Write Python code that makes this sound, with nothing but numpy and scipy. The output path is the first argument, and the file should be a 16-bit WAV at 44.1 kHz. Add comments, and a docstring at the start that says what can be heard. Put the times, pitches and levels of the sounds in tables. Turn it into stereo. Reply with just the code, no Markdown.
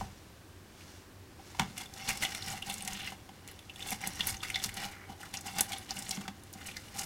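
"""Over a low kitchen hum, fingers brush skin and peel, a shove shakes the counter and a plastic juicer knocks.
A few pockets burst early; then half an orange is pressed and twisted by hand on the ribbed reamer.
Random ruptures, filtered by pulp, cavity and bowl, make the tearing and squish; chains of impulses make the bursts.
Noise bands, narrow and wide, spit and squeak during the middle twists; filtered blows make knocks and counter thuds.
A close hard reflection hollows the crackle, scattering widens it and a small kitchen answers; the microphone is close."""
import sys
import numpy as np
from scipy import signal
from scipy.fft import rfft, irfft, next_fast_len
from scipy.io import wavfile
from scipy.ndimage import map_coordinates

SR = 44100
rng = np.random.default_rng(int(sys.argv[2]) if len(sys.argv) > 2 else 0)


def persist_wave(psi):
    """Save psi, clipped to +-1, as 16-bit WAV."""
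    counts = np.round(np.clip(psi, -1, 1) * 32767).astype(np.int16)
    wavfile.write(sys.argv[1], SR, np.atleast_2d(counts).T)


N = 310977  # length [samples]

# Spectrum of the room's noise: (frequency [Hz], relative level [dB])
KITCHEN_SPECTRUM = [(12, -29), (20, -13), (60, -8.5), (93, 0.5), (120, -9), (377, -11), (422, -16),
                    (472, -16), (642, -18.5), (1220, -21), (1330, -23.5), (1570, -21), (2080, -25),
                    (5680, -30), (16000, -38)]
# Appliance hum: (frequency [Hz], rms level [dB])
HUM_TONES = [(91, -71.5), (195, -76), (379, -78)]
# Left-right likeness of the room's noise: (frequency [Hz], likeness [0-1])
ROOM_LIKENESS = [(40, 0), (120, 0), (260, 0), (700, 0), (3000, 0.14), (12000, 0.24)]

# Fingers leave the peel, brush the wrist and close on the fruit: (start [s], length [s], relative level [dB])
BRUSHES = [(0, 0.0065, -50), (.12, 0.17, -64.5), (.79, 0.018, -60), (.89, 0.091, -57), (1.47, 0.24, -54)]
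BRUSH_RISE_S, BRUSH_FALL_S = 0.15, 0.13  # every rise and fall time of a gesture spans 20 dB
# Spectrum of skin sliding and fibres snapping: (frequency [Hz], relative level [dB])
SKIN_SPECTRUM = [(300, 0.5), (1000, 3), (2000, 4), (2800, 3.5), (4000, 2), (5700, 4), (9000, -3.5),
                 (16000, -14)]

# Shoves of the arm that shake the counter: (start [s], length [s], relative level [dB])
SHOVES = [(.01, 0.067, -42), (1.61, .06, -45), (2.5, 0.043, -45), (4.28, 0.076, -44), (4.5, 0.22, -48.5)]
SHOVE_RISE_S, SHOVE_FALL_S = 0.08, 0.021
# Spectrum of the deep shudder: (frequency [Hz], relative level [dB])
SHUDDER_SPECTRUM = [(15, -13), (35, 22), (65, 14.5), (110, 23), (250, -31)]
# Modes of the counter under the bowl: (frequency [Hz], width [Hz], relative level [dB])
COUNTER_MODES = [(82.5, 28, -17.5), (126, 24, -3), (195.6, 16.3, 6.5), (225.4, 59, -4)]
RUMBLE_DB, SHUDDER_DB = -4, -5  # rumble against the scrape; shudder against the weight

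# Knocks of the juicer on the counter; the last levels are relative to the first, before each part's trim:
# (time [s], level [dB], thud [dB], thud pitch [Hz], clack [dB], rim ring [dB])
KNOCKS = [(.011, -28.5, -4.5, 126, -15.5, 1), (1.394, -44, -5, 180, -8, -12),
          (1.548, -43.5, -20, 180, -2, 4), (1.588, -36, -25, 180, -4, -12),
          (1.5952, -23, -2.5, 196, 9, -12), (1.608, -36.5, 5.5, 199, 4, -6), (1.617, -32, 4, 166, 3, -3),
          (1.631, -43, -5, 170, 6, -4), (1.675, -51, 13, 170, 1, -12), (3.121, -36.5, -7, 190, -5, -2),
          (3.29, -42, -7, 190, -0.5, -13), (3.919, -30, -6, 200, -14, -17),
          (4.067, -36.5, -0.5, 149, 1, -8), (4.65, -47.5, 6.5, 150, -3, -10), (5.093, -41, 2, 200, -7, -8),
          (5.589, -32.5, -9, 180, 4, -8), (5.607, -28, -6.5, 180, -7, -9), (6.172, -42, 9.5, 203, 7, -14),
          (6.211, -48, -2, 200, 13, -8), (6.279, -35.5, -5, 210, 6.5, -2), (6.552, -45.5, 2.5, 210, -8, -3)]
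# Modes of the plastic bowl: (frequency [Hz], width [Hz], relative level [dB])
BOWL_MODES = [(770.3, 45, 10.5), (832, 68, 4.5), (886, 45, -2.5), (1050, 170, -6.5), (1466, 52, -10),
              (1560, 61, -9), (2070, 38, -11), (2994, 91, -6), (3530, 67, -16.5)]
# Mode of the bowl's rim: (frequency [Hz], width [Hz], relative level [dB])
RIM_MODES = [(980, 100, 0)]
# Spectrum of the hard clack: (frequency [Hz], relative level [dB])
CLACK_SPECTRUM = [(250, -34), (580, -18), (900, 9.5), (1400, 3), (2000, 6), (3400, 4.5), (4500, -3),
                  (7000, -4), (11000, -15), (16000, -19)]
THUD_WIDTH, TREMBLE_WIDTH = 1, 1  # bandwidth over pitch

# Wet pockets bursting in the pulp or between sticky fingers, spray against the ring:
# (time [s], level over 5 ms [dB], pitch [Hz], bandwidth over pitch [ratio], spray [dB])
POCKETS = [(0.81, -52.5, 2600, 0.5, -11), (0.822, -57, 2700, 0.5, -16), (1.78, -37, 2670, 0.46, 0),
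           (1.859, -48.5, 3460, 0.21, -4), (1.939, -46, 4800, 1.6, -8), (1.976, -50, 4000, 0.8, -15),
           (1.999, -49, 2300, 0.4, -11), (2.077, -39, 3170, 0.52, -29), (2.092, -29.5, 2450, 0.38, 2),
           (2.1, -33, 2270, 0.39, -2), (2.107, -32, 2330, 0.32, -15), (2.174, -39, 5430, 1.4, 7),
           (2.2255, -28.5, 2380, 1.1, -4), (2.235, -29.5, 2060, 0.26, -9), (2.2505, -27.5, 3000, 0.4, -14),
           (2.3495, -35.5, 2580, 1.1, 1), (2.4243, -38.5, 4200, 0.34, -30), (2.484, -39, 2860, 1.1, 4),
           (2.502, -39.5, 6400, 0.33, -12), (2.578, -45, 2000, 0.4, -5), (2.624, -34.5, 2940, 0.28, -14),
           (2.699, -33, 3300, 0.46, -3), (2.712, -40.5, 3380, 0.95, -15), (2.734, -45, 11500, 0.5, -5),
           (2.7412, -37, 7800, 0.71, 10), (2.782, -43.5, 7050, 0.24, 2), (2.808, -40.5, 2940, 0.59, -3),
           (2.8233, -38, 8800, 0.18, -6), (2.85, -40, 7000, 0.9, -5), (2.8772, -32, 2640, 0.73, 7),
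           (2.933, -38.5, 6540, 0.78, -27), (3.075, -35.5, 2320, 0.7, -20), (3.104, -48, 2400, 0.9, 3),
           (3.477, -45, 9000, 1.9, 5), (3.487, -47, 2380, 0.9, -1), (3.514, -51, 11000, 0.4, -10),
           (3.591, -47, 3200, 0.62, -5), (3.697, -41, 2860, 0.35, -20), (3.76, -46, 3200, 0.3, -5),
           (3.794, -47.5, 2320, 0.25, -5), (3.806, -42, 3100, 0.37, -25), (3.826, -39.5, 3400, 0.28, -12),
           (3.9065, -35.5, 11100, 0.35, -3), (3.919, -34.5, 2280, 0.35, 0), (4.015, -43.5, 2160, 0.64, 5),
           (4.039, -35, 1840, 0.35, -29), (4.074, -30.5, 8200, 0.87, -12), (4.2077, -25.5, 3160, 0.36, -25),
           (4.271, -27.5, 11100, 0.46, -11), (4.296, -35.5, 9100, 0.19, -11),
           (4.345, -39.5, 2300, 1.8, -11), (4.369, -43.5, 6300, 0.23, -20), (4.405, -45, 3280, 0.17, -25),
           (4.431, -37.5, 1320, 0.4, -14), (4.4335, -34, 2760, 0.9, -8), (4.449, -39, 2000, 0.44, -9),
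           (4.502, -31.5, 2150, 0.67, -6), (4.5445, -30.5, 3360, 0.35, -37), (4.5584, -30, 3870, 0.68, -40),
           (4.5595, -31.5, 2070, 0.27, -33), (4.6, -42.0, 3300, 0.26, -23), (4.64, -29.5, 5330, 1.4, -15),
           (4.6435, -31.5, 4770, 0.93, -12), (4.661, -40, 7400, 1.6, -8), (4.692, -37.5, 2440, 1, -3),
           (4.742, -43, 8200, 0.86, -3), (4.771, -40, 2600, 1.7, 1), (4.836, -43, 2200, 0.8, 0),
           (5.214, -47, 2850, 0.27, -1), (5.232, -41.5, 1630, 0.6, -8), (5.3406, -35, 2670, 1.6, -6),
           (5.353, -40, 2700, 0.21, -15), (5.3716, -35.5, 5560, 0.42, -25), (5.41, -44, 7000, 0.81, -12),
           (5.471, -41.5, 5500, 0.9, -3), (5.482, -41, 2400, 0.47, -14), (5.586, -29, 2740, 2.3, 5),
           (5.596, -31.5, 2800, 0.83, -27), (5.6087, -20, 8600, 0.79, 3), (5.7215, -34.5, 2630, 1.1, -4),
           (5.734, -34.5, 3400, 0.43, -15), (5.766, -44, 3400, 0.41, -19), (5.784, -43, 10100, 0.13, -18),
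           (5.892, -45.5, 3170, 0.36, -21), (5.908, -32, 5400, 0.34, -25), (5.9696, -38, 2760, 0.53, -5),
           (5.991, -40, 8100, 0.27, -10), (6.024, -40.5, 6440, 1.3, -3), (6.065, -46, 3800, 0.5, -11),
           (6.093, -36, 7550, 0.33, -15), (6.1104, -29, 4850, 1.07, -25), (6.152, -44, 5840, 0.3, -14),
           (6.257, -47, 1500, 0.72, -16), (6.436, -52, 8800, 0.8, 4), (6.529, -48, 10800, 0.78, -10),
           (6.537, -44, 5500, 1.2, -25), (6.614, -45.5, 1520, 1.3, -11), (6.664, -46, 8300, 0.66, -6),
           (6.687, -40.5, 2380, 0.22, -19), (6.714, -46, 2840, 0.28, -25), (6.768, -40.5, 1940, 0.2, -10),
           (6.769, -38.5, 4560, 0.7, -9), (6.995, -34.5, 6160, 0.58, -6)]
CHAIN_DB = -7  # smaller bursts against the main snap
POCKET_T60_S, POCKET_REF_HZ = 0.034, 3000  # life of the chain at the reference pitch
POCKET_LIFE_LAW = .25  # exponent: higher, smaller pockets are over sooner
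# Spectra of tearing pulp and of juice: (frequency [Hz], relative level [dB])
PULP_SPECTRUM = [(200, 3.5), (550, -10), (1000, -4), (1600, -1.5), (3000, -4.5), (5500, -3.5), (7500, -13),
                 (15000, -15.5)]
JUICE_SPECTRUM = [(1000, -7.5), (3500, -1.5), (6500, 6.5), (10000, 3.5), (13000, -3), (16000, -14)]

# Small pockets burst at random from the first slip to the last twist
SMALL_START_S, SMALL_END_S = 1.75, 7.05
SMALL_DB, SMALL_SPREAD_DB, SMALL_SPRAY_DB = -4, 1.5, -4.5  # the first is against the squish
SMALL_LIMIT_DB = -50.5  # a harder squish than this makes them no louder
SMALL_HZ, SMALL_PITCH_SPREAD, SMALL_WIDTH = 3100, 0.46, 0.45  # spread of log pitch; bandwidth over pitch

# The fruit slips over the ribs, fizz and scrape against the squish:
# (start [s], length [s], squish [dB], fizz [dB], scrape [dB])
SLIPS = [(1.779, 0.039, -41, -2.5, -11.5), (2.088, 0.014, -29.5, -7.5, -10),
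         (2.23, 0.012, -32.5, -1.5, -9.5), (2.308, 0.08, -43.5, -21, -12), (2.474, 0.064, -40, -3, -4.5),
         (2.67, 0.031, -40.5, -2.5, -5), (2.862, 0.038, -48.5, -5, 0), (2.91, 0.17, -42.5, -19, -25),
         (3.48, 0.045, -51, -16, -10), (3.874, 0.0087, -40.5, 1.5, -1.5), (3.917, 0.013, -39, 0.5, -4),
         (4.018, 0.057, -41.5, -11, -5), (4.201, 0.013, -36.5, -27, -12), (4.273, 0.027, -36.5, -1, -9),
         (4.443, 0.0051, -38, -10, -22), (4.642, 0.012, -37.5, -2.5, -27), (4.772, 0.086, -40, -9.5, -3.5),
         (5.096, 0.026, -55, -5.5, 7.5), (5.206, 0.067, -49, -4, -4.5), (5.346, 0.019, -44, -2.5, -3),
         (5.463, 0.018, -41.5, -3, -1.5), (5.563, 0.027, -36.5, -10, -3.5), (5.693, 0.051, -42, -4.5, -4.5),
         (5.907, 0.0076, -42.5, -23, -5), (5.96, 0.045, -45, 1.5, -6), (6.092, 0.06, -44.5, -2, -10),
         (6.662, 0.019, -44, -1, -16), (6.958, 0.015, -45, -5, -1.5), (6.986, 0.04, -40, 3, -5.5)]
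SLIP_RISE_S, SLIP_FALL_S = 0.032, 0.06
# Twists of the wrist, each a steady press: (start [s], length [s], squish [dB], weight on the counter [dB])
TWISTS = [(1.983, 0.59, -44.5, -58), (2.696, 0.41, -47, -55.5), (3.813, 0.057, -46, -59),
          (4.096, 0.24, -45, -50), (4.476, 0.17, -45, -60), (4.751, 0.16, -46.5, -56.5),
          (5.474, 0.33, -47.5, -53), (5.904, 0.32, -47.5, -57.5), (6.58, 0.6, -52.5, -59.5)]
TWIST_RISE_S, TWIST_FALL_S = 0.1, 0.082
TWIST_FIZZ_DB, TWIST_SCRAPE_DB = -6.5, -10  # against the squish
SEEP_DB = -61.5  # the pulp seeps on between twists
# Modes of the loose cavity between peel and reamer: (frequency [Hz], width [Hz], relative level [dB])
CAVITY_MODES = [(1893, 100, 11.5), (2380, 44, 11.5), (2940, 180, 9), (3540, 700, 0.5), (3920, 390, 5),
                (5400, 53, 6)]
CAVITY_SHIFT = 1.14  # mode pitch, tight cavity over loose
FIBRE_RATE, FIBRE_DB = 140, -11  # snaps per second; level against the squish

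# Juice or air forced through a gap under the peel:
# (start [s], length [s], relative level [dB], pitch [Hz], width [Hz], glide [Hz/s])
JETS = [(2.03, 0.43, -47.5, 5480, 1200, 0), (2.93, 0.12, -42.5, 3100, 2410, -5),
        (4.037, 0.26, -50.5, 5650, 1200, 0), (4.807, 0.093, -46, 2380, 160, -400),
        (4.924, 0.13, -59, 2350, 160, -650), (4.78, 0.266, -51, 1890, 2030, -600)]
JET_FLUTTER_DB = 1.5  # the flow is unsteady

# Reflection from a hard surface beside the juicer: delay, strength, band returned
BOUNCE_S, BOUNCE_GAIN, BOUNCE_LOW_HZ, BOUNCE_HIGH_HZ = .00142, .38, 1500, 8000
# Scattered side signal against mid: (frequency [Hz], level [dB])
SIDE_SPECTRUM = [(80, -59), (300, 7), (700, -10), (1300, -6), (3000, -5), (5000, -6.5), (8000, -1.5),
                 (15000, -0.5)]
# Time for the room's echo to decay by 60 dB: (frequency [Hz], time [s])
WALL_T60 = [(150, 0.46), (400, 0.2), (1000, 0.27), (3000, 0.18), (8000, 0.14), (15000, 0.16)]
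TOP_HZ = 16100  # band limit of the recorder


def amp(db):
    """Level law: decibels to amplitude gain."""
    return 10 ** (np.asarray(db) / 20)


def unit(x):
    """Power normalisation: scale to rms 1."""
    return x / np.sqrt(np.mean(x ** 2) + 1e-20)


def crest(x):
    """Peak normalisation: scale to peak 1."""
    return x / (np.abs(x).max() + 1e-20)


def along(points, hz):
    """Logarithmic pitch scale: interpolate (Hz, value) points on a log axis."""
    f, v = np.transpose(points)
    return np.interp(np.log(hz + 1), np.log(f + 1), v)


def wobble(rate):
    """Slow random modulation: a smooth curve through `rate` random knots a second."""
    knots = rng.standard_normal(int(N * rate / SR) + 4)
    return map_coordinates(knots, [np.arange(N) * rate / SR])


def filtered(x, response):
    """Linear filtering: multiply the spectrum by a complex response of frequency."""
    n = x.shape[-1]
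    m = next_fast_len(n + 8192)  # zero padding gives tails room
    return irfft(rfft(x, m) * response(np.fft.rfftfreq(m, 1 / SR)), m)[..., :n]


def colour(x, points, size=1024):
    """Minimum phase: a folded cepstrum turns a spectrum into a causal filter."""
    cepstrum = irfft(np.log(amp(along(points, np.fft.rfftfreq(size, 1 / SR)))))
    cepstrum[1:size // 2] *= 2
    cepstrum[size // 2 + 1:] = 0
    impulse = irfft(np.exp(rfft(cepstrum)))
    return signal.fftconvolve(x, impulse)[:len(x)]


def resonate(x, modes):
    """Modal superposition: x excites damped resonances of alternating sign."""
    def response(f):
        total = 0
        for k, (centre, width, db) in enumerate(modes):
            mode = 1j * f * width / (centre * centre - f * f + 1j * f * width)
            total = total + (-1) ** k * amp(db) * mode
        return total
    return filtered(x, response)


def add(track, s, sound):
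    """Superposition: mix a sound in at time s."""
    start = max(0, round(s * SR))
    part = track[start:start + len(sound)]
    part += sound[:len(part)]


def crackle(rate, spread_db, clump_db):
    """Random impulse process: tiny ruptures of uneven size that come in clumps; rms 1."""
    hit = rng.random(N) < rate / SR
    level_db = spread_db * np.minimum(rng.standard_normal(N), 2) + clump_db * np.tanh(wobble(110))
    sign = np.sign(rng.standard_normal(N))
    return unit(hit * amp(level_db) * sign)


def gesture(start, length, rise_s, fall_s):
    """Exponential envelope: swells, holds at 1 and fades, by 20 dB in rise_s and fall_s."""
    t = np.arange(N) / SR
    outside = np.maximum(start - t, 0) / rise_s + np.maximum(t - start - length, 0) / fall_s
    return amp(-20 * np.minimum(outside, 10))


def gestures(rows, rise_s, fall_s):
    """Superposition of (start, length, dB) envelopes."""
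    return sum(amp(db) * gesture(s, length, rise_s, fall_s) for s, length, db in rows)


def effort():
    """Power addition: twists, seep and slips combine into squish, fizz and scrape; twists alone give weight."""
    presses = [(s, length, db) for s, length, db, _ in TWISTS]
    loads = [(s, length, db) for s, length, _, db in TWISTS]
    press = gestures(presses, TWIST_RISE_S, TWIST_FALL_S)
    weight = gestures(loads, TWIST_RISE_S, TWIST_FALL_S)
    seep = amp(SEEP_DB) * (np.arange(N) / SR > SMALL_START_S)
    shares = amp([0, TWIST_FIZZ_DB, TWIST_SCRAPE_DB])
    power = np.outer(shares ** 2, press ** 2 + seep ** 2)
    for s, length, db, fizz_db, scrape_db in SLIPS:
        surge = gesture(s, length, SLIP_RISE_S, SLIP_FALL_S)
        power += np.outer(amp([db, db + fizz_db, db + scrape_db]) ** 2, surge ** 2)
    squish, fizz, scrape = np.sqrt(power)
    return squish, fizz, scrape, weight


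def background():
    """Partial coherence and phase modulation: steady stereo room noise and an appliance's unsteady hum."""
    def mid_side(hz):
        # this split of mid and side sets the left-right correlation
        turn = np.arccos(np.clip(along(ROOM_LIKENESS, hz), -1, 1)) / 2
        return amp(along(KITCHEN_SPECTRUM, hz)) * [np.cos(turn), np.sin(turn)]
    mid, side = filtered(rng.standard_normal((2, N)), mid_side)
    t = np.arange(N) / SR
    hum = 0
    for hz, db in HUM_TONES:
        phase = 2 * np.pi * hz * t + 0.26 * wobble(12)
        hum = hum + amp(db) * np.sqrt(2) * np.sin(phase)
    return amp(-51.0) * unit(np.array([mid + side, mid - side])) + hum


def brushing():
    """Sliding friction: fingers over peel and wrist make a dense train of faint ruptures."""
    slide = unit(colour(crackle(rate=9000, spread_db=7.5, clump_db=1.0), SKIN_SPECTRUM))
    return amp(-2.0) * gestures(BRUSHES, BRUSH_RISE_S, BRUSH_FALL_S) * slide


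def leaning(weight, scrape):
    """Forced vibration: arm weight and scraping ribs rumble in the counter; shoves shake it."""
    rumble_gain = np.hypot(weight, amp(RUMBLE_DB) * scrape)
    shoving = gestures(SHOVES, SHOVE_RISE_S, SHOVE_FALL_S)
    shudder_gain = np.hypot(amp(SHUDDER_DB) * weight, shoving)
    shake = unit(filtered(rng.standard_normal(N), lambda hz: amp(along(SHUDDER_SPECTRUM, hz))))
    rumble = unit(resonate(rng.standard_normal(N), COUNTER_MODES))
    return amp(-4) * rumble_gain * rumble + amp(-4.0) * shudder_gain * shake


def knocks(clack_t60=0.029, rise_s=0.00042, soft_hz=4200, settle_db=-14, settle_t60=0.19):
    """Impact excitation: a blow rings bowl and rim, clacks the foot and pushes the counter, which trembles on."""
    track, t = np.zeros(N), np.arange(SR // 3) / SR
    contact = 1 - np.exp(-t / rise_s)  # the fruit cushions the blow
    for s, db, thud_db, thud_hz, clack_db, rim_db in KNOCKS:
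        corner = soft_hz * amp(clack_db / 2)  # a soft blow reaches only the low modes
        blow = filtered(1. * (t == 0), lambda hz: 1 / (1 + 1j * hz / corner) ** 2)
        bowl = amp(-2.0) * crest(contact * resonate(blow, BOWL_MODES))
        rim = amp(rim_db) * crest(resonate(blow, RIM_MODES))

        clatter = rng.standard_normal(len(t)) * contact * amp(-60 * t / clack_t60)
        clack = amp(clack_db + 1.5) * crest(colour(clatter, CLACK_SPECTRUM))

        tremble_mode = [(thud_hz, TREMBLE_WIDTH * thud_hz, 0)]
        tremble = unit(resonate(rng.standard_normal(len(t)), tremble_mode))
        settling = amp(settle_db - 60 * t / settle_t60) * contact * tremble
        thud_mode = [(thud_hz, THUD_WIDTH * thud_hz, 0)]
        push = crest(resonate(resonate(blow, thud_mode), COUNTER_MODES))
        thud = amp(thud_db - 2.0) * (push + settling)
        add(track, s, amp(db) * (bowl + rim + clack + thud))
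    return track


def pockets(rows, wet_db=-13, swell_cycles=12):
    """Cavity resonance: a pocket swells, snaps and sets off smaller bursts, which ring it and throw spray."""
    track, lead = np.zeros(N), SR // 100  # the swell leads the snap by 10 ms
    t = np.arange(-lead, SR // 25) / SR
    for s, db, hz, width, spray_db in rows:
        swell = np.exp(np.minimum(t, 0) * hz / swell_cycles * 2)  # big, low pockets open more slowly
        chain = amp(CHAIN_DB) * rng.standard_normal(len(t)) * (rng.random(len(t)) < .12)
        life_s = POCKET_T60_S * (POCKET_REF_HZ / hz) ** POCKET_LIFE_LAW
        decay = amp(-60 * np.maximum(t, 0) / life_s)
        bursts = chain * swell * decay + (t == 0)  # the last term is the main snap

        mode = [(hz, width * hz, 0)]
        ring = unit(resonate(resonate(bursts, mode), mode))
        wet = amp(wet_db) * unit(colour(bursts, PULP_SPECTRUM))
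        spray = amp(spray_db) * unit(colour(bursts, JUICE_SPECTRUM))
        sound = ring + wet + spray
        five_ms = np.sqrt(.005 * SR)  # sets the total energy as an rms over 5 ms
        add(track, s - lead / SR, amp(db) * sound / np.linalg.norm(sound) * five_ms)
    return track


def small_pockets(squish, count=70):
    """Random point process: pocket rows at random times, louder where the pulp is squeezed harder."""
    times = rng.uniform(SMALL_START_S, SMALL_END_S, count)
    chance = np.clip(rng.standard_normal((count, 2)), -2, 2)
    squish_db = np.minimum(20 * np.log10(squish + 1e-9), SMALL_LIMIT_DB)
    rows = []
    for s, (loud, high) in zip(times, chance):
        db = squish_db[min(int(s * SR), N - 1)] + SMALL_DB + SMALL_SPREAD_DB * loud
        hz = SMALL_HZ * np.exp(SMALL_PITCH_SPREAD * high)
        rows.append((s, db, hz, SMALL_WIDTH, SMALL_SPRAY_DB))
    return rows


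def cavity(x):
    """Volume-dependent resonance: the hollow under the peel shifts its colour as it is squeezed; rms 1."""
    squeeze = np.pi / 4 * (1 + np.tanh(2 * wobble(14) - 1))
    tight_modes = [(hz * CAVITY_SHIFT, width, db) for hz, width, db in CAVITY_MODES]
    loose = np.cos(squeeze) * resonate(x, CAVITY_MODES)
    tight = np.sin(squeeze) * resonate(x, tight_modes)
    return unit(loose + tight)


def bubbles(hz, scatter, cycles, spread_db, count=3000):
    """Bubble resonance: each small bubble rings briefly at its own pitch; rms 1."""
    when, pitch, size = rng.random(count), rng.standard_normal(count), rng.standard_normal(count)
    f = np.clip(hz * np.exp(scatter * pitch), 1000, 13000)[:, None]
    n = np.arange(SR // 150)
    turns = f * n / SR
    level = amp(spread_db * np.minimum(size, 2))[:, None]
    wave = np.sin(2 * np.pi * turns) * np.exp(-turns / cycles) * level
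    places = (when * N).astype(int)[:, None] + n
    return unit(np.bincount(places.ravel(), wave.ravel(), N)[:N])


def twisting(squish, fizz, scrape):
    """Fracture and bubbling: ribs tear pulp, snap fibres, squeeze out fizzing juice and scrape the bowl."""
    tearing = amp(-9.0) * unit(colour(crackle(rate=8700, spread_db=7.0, clump_db=5.5), PULP_SPECTRUM))
    hollow = amp(-10.0) * cavity(crackle(rate=1300, spread_db=1.5, clump_db=9.5))
    froth = amp(-15.0) * bubbles(hz=2870, scatter=0.42, cycles=2.2, spread_db=0.0)
    juice = amp(-4.5) * unit(colour(crackle(rate=4000, spread_db=7, clump_db=9.5), JUICE_SPECTRUM))
    foam = amp(-9.0) * bubbles(hz=7740, scatter=0.41, cycles=3, spread_db=1)
    snaps = crackle(rate=FIBRE_RATE, spread_db=2.5, clump_db=5.0)
    fibres = amp(FIBRE_DB) * unit(colour(snaps, SKIN_SPECTRUM))
    ribs = amp(-2.5) * unit(resonate(crackle(rate=1100, spread_db=7.5, clump_db=-3.0), BOWL_MODES))
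    return squish * (tearing + fibres + hollow + froth) + fizz * (juice + foam) + scrape * ribs


def jets():
    """Flow noise: juice or air sputters in a band; a tight gap squeaks, sinking as the pressure eases."""
    track, t = np.zeros(N), np.arange(N) / SR
    for s, length, db, hz, width, glide in JETS:
        ruptures = np.array([crackle(rate=1300, spread_db=2.5, clump_db=7) for _ in range(2)])
        sputter = filtered(ruptures, lambda f: 1 / (1 + (2 * f / width) ** 2) ** 2)
        # a quadrature pair of carriers moves the low band up to the pitch
        phase = 2 * np.pi * np.cumsum(hz + glide * np.clip(t - s, 0, length)) / SR
        hiss = unit(sputter[0] * np.cos(phase) + sputter[1] * np.sin(phase))
        level = amp(db + JET_FLUTTER_DB * np.tanh(wobble(45)))
        track += level * gesture(s, length, TWIST_RISE_S, TWIST_FALL_S) * hiss
    return amp(-6) * track


def bounce(x):
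    """Comb interference: a hard surface returns the low treble a moment later and hollows every crackle."""
    def response(hz):
        low_cut = hz ** 2 / (hz ** 2 + BOUNCE_LOW_HZ ** 2)
        band = low_cut / (1 + (hz / BOUNCE_HIGH_HZ) ** 2)
        return 1 + BOUNCE_GAIN * band * np.exp(-2j * np.pi * hz * BOUNCE_S)
    return filtered(x, response)


def nearby(x, scatter_t60=0.012, size=8192):
    """Scattering: a random side pattern, redrawn each block, keeps the colour from standing still."""
    side, t = np.zeros(N), np.arange(size // 8) / SR
    for start in range(0, N, size):
        scatter = rng.standard_normal(len(t)) * amp(-60 * t / scatter_t60)
        scatter = scatter / np.linalg.norm(scatter)
        add(side, start / SR, signal.fftconvolve(x[start:start + size], scatter))
    return filtered(side, lambda hz: amp(along(SIDE_SPECTRUM, hz)))


def room(x, wet_db=-7, build_s=0.00049, size=16384):
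    """Diffuse reverberation: a random echo for each side, redrawn each block, keeps the colour from standing still."""
    starts = range(0, N, size)
    noise = rng.standard_normal((len(starts), 2, SR // 4))
    hz, t, z = signal.stft(noise, SR, nperseg=256)
    decay = amp(-60 * t / along(WALL_T60, hz)[:, None])
    tails = signal.istft(z * decay, SR, nperseg=256)[1]
    tails = tails * (1 - np.exp(-np.arange(tails.shape[-1]) / SR / build_s))
    echo = np.zeros((2, N))
    for start, pair in zip(starts, tails):
        for track, tail in zip(echo, pair):
            add(track, start / SR, signal.fftconvolve(x[start:start + size], tail / np.linalg.norm(tail)))
    return amp(wet_db) * echo


def scene():
    """Superposition and coupling: the juicer stands almost straight ahead; bursts also ring its bowl."""
    squish, fizz, scrape, weight = effort()
    bursting = pockets(POCKETS + small_pockets(squish))
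    bowl_ring = amp(9.5) * resonate(bursting, BOWL_MODES)
    pulp = amp(-0.58) * twisting(squish, fizz, scrape) + jets() + bursting + bowl_ring
    juicer = bounce(pulp + leaning(weight, scrape) + knocks() + brushing())
    side = nearby(juicer)
    close = np.array([juicer + side, juicer - side])
    balance = amp([[-.3], [.3]])  # left, right
    return (close + room(juicer)) * balance + background()


def record(dry):
    """Band limitation: a steep low-pass keeps almost nothing above the recorder's limit."""
    return filtered(dry, lambda hz: 1 / (1 + (hz / TOP_HZ) ** 120))


dry = scene()
out = record(dry)
persist_wave(out)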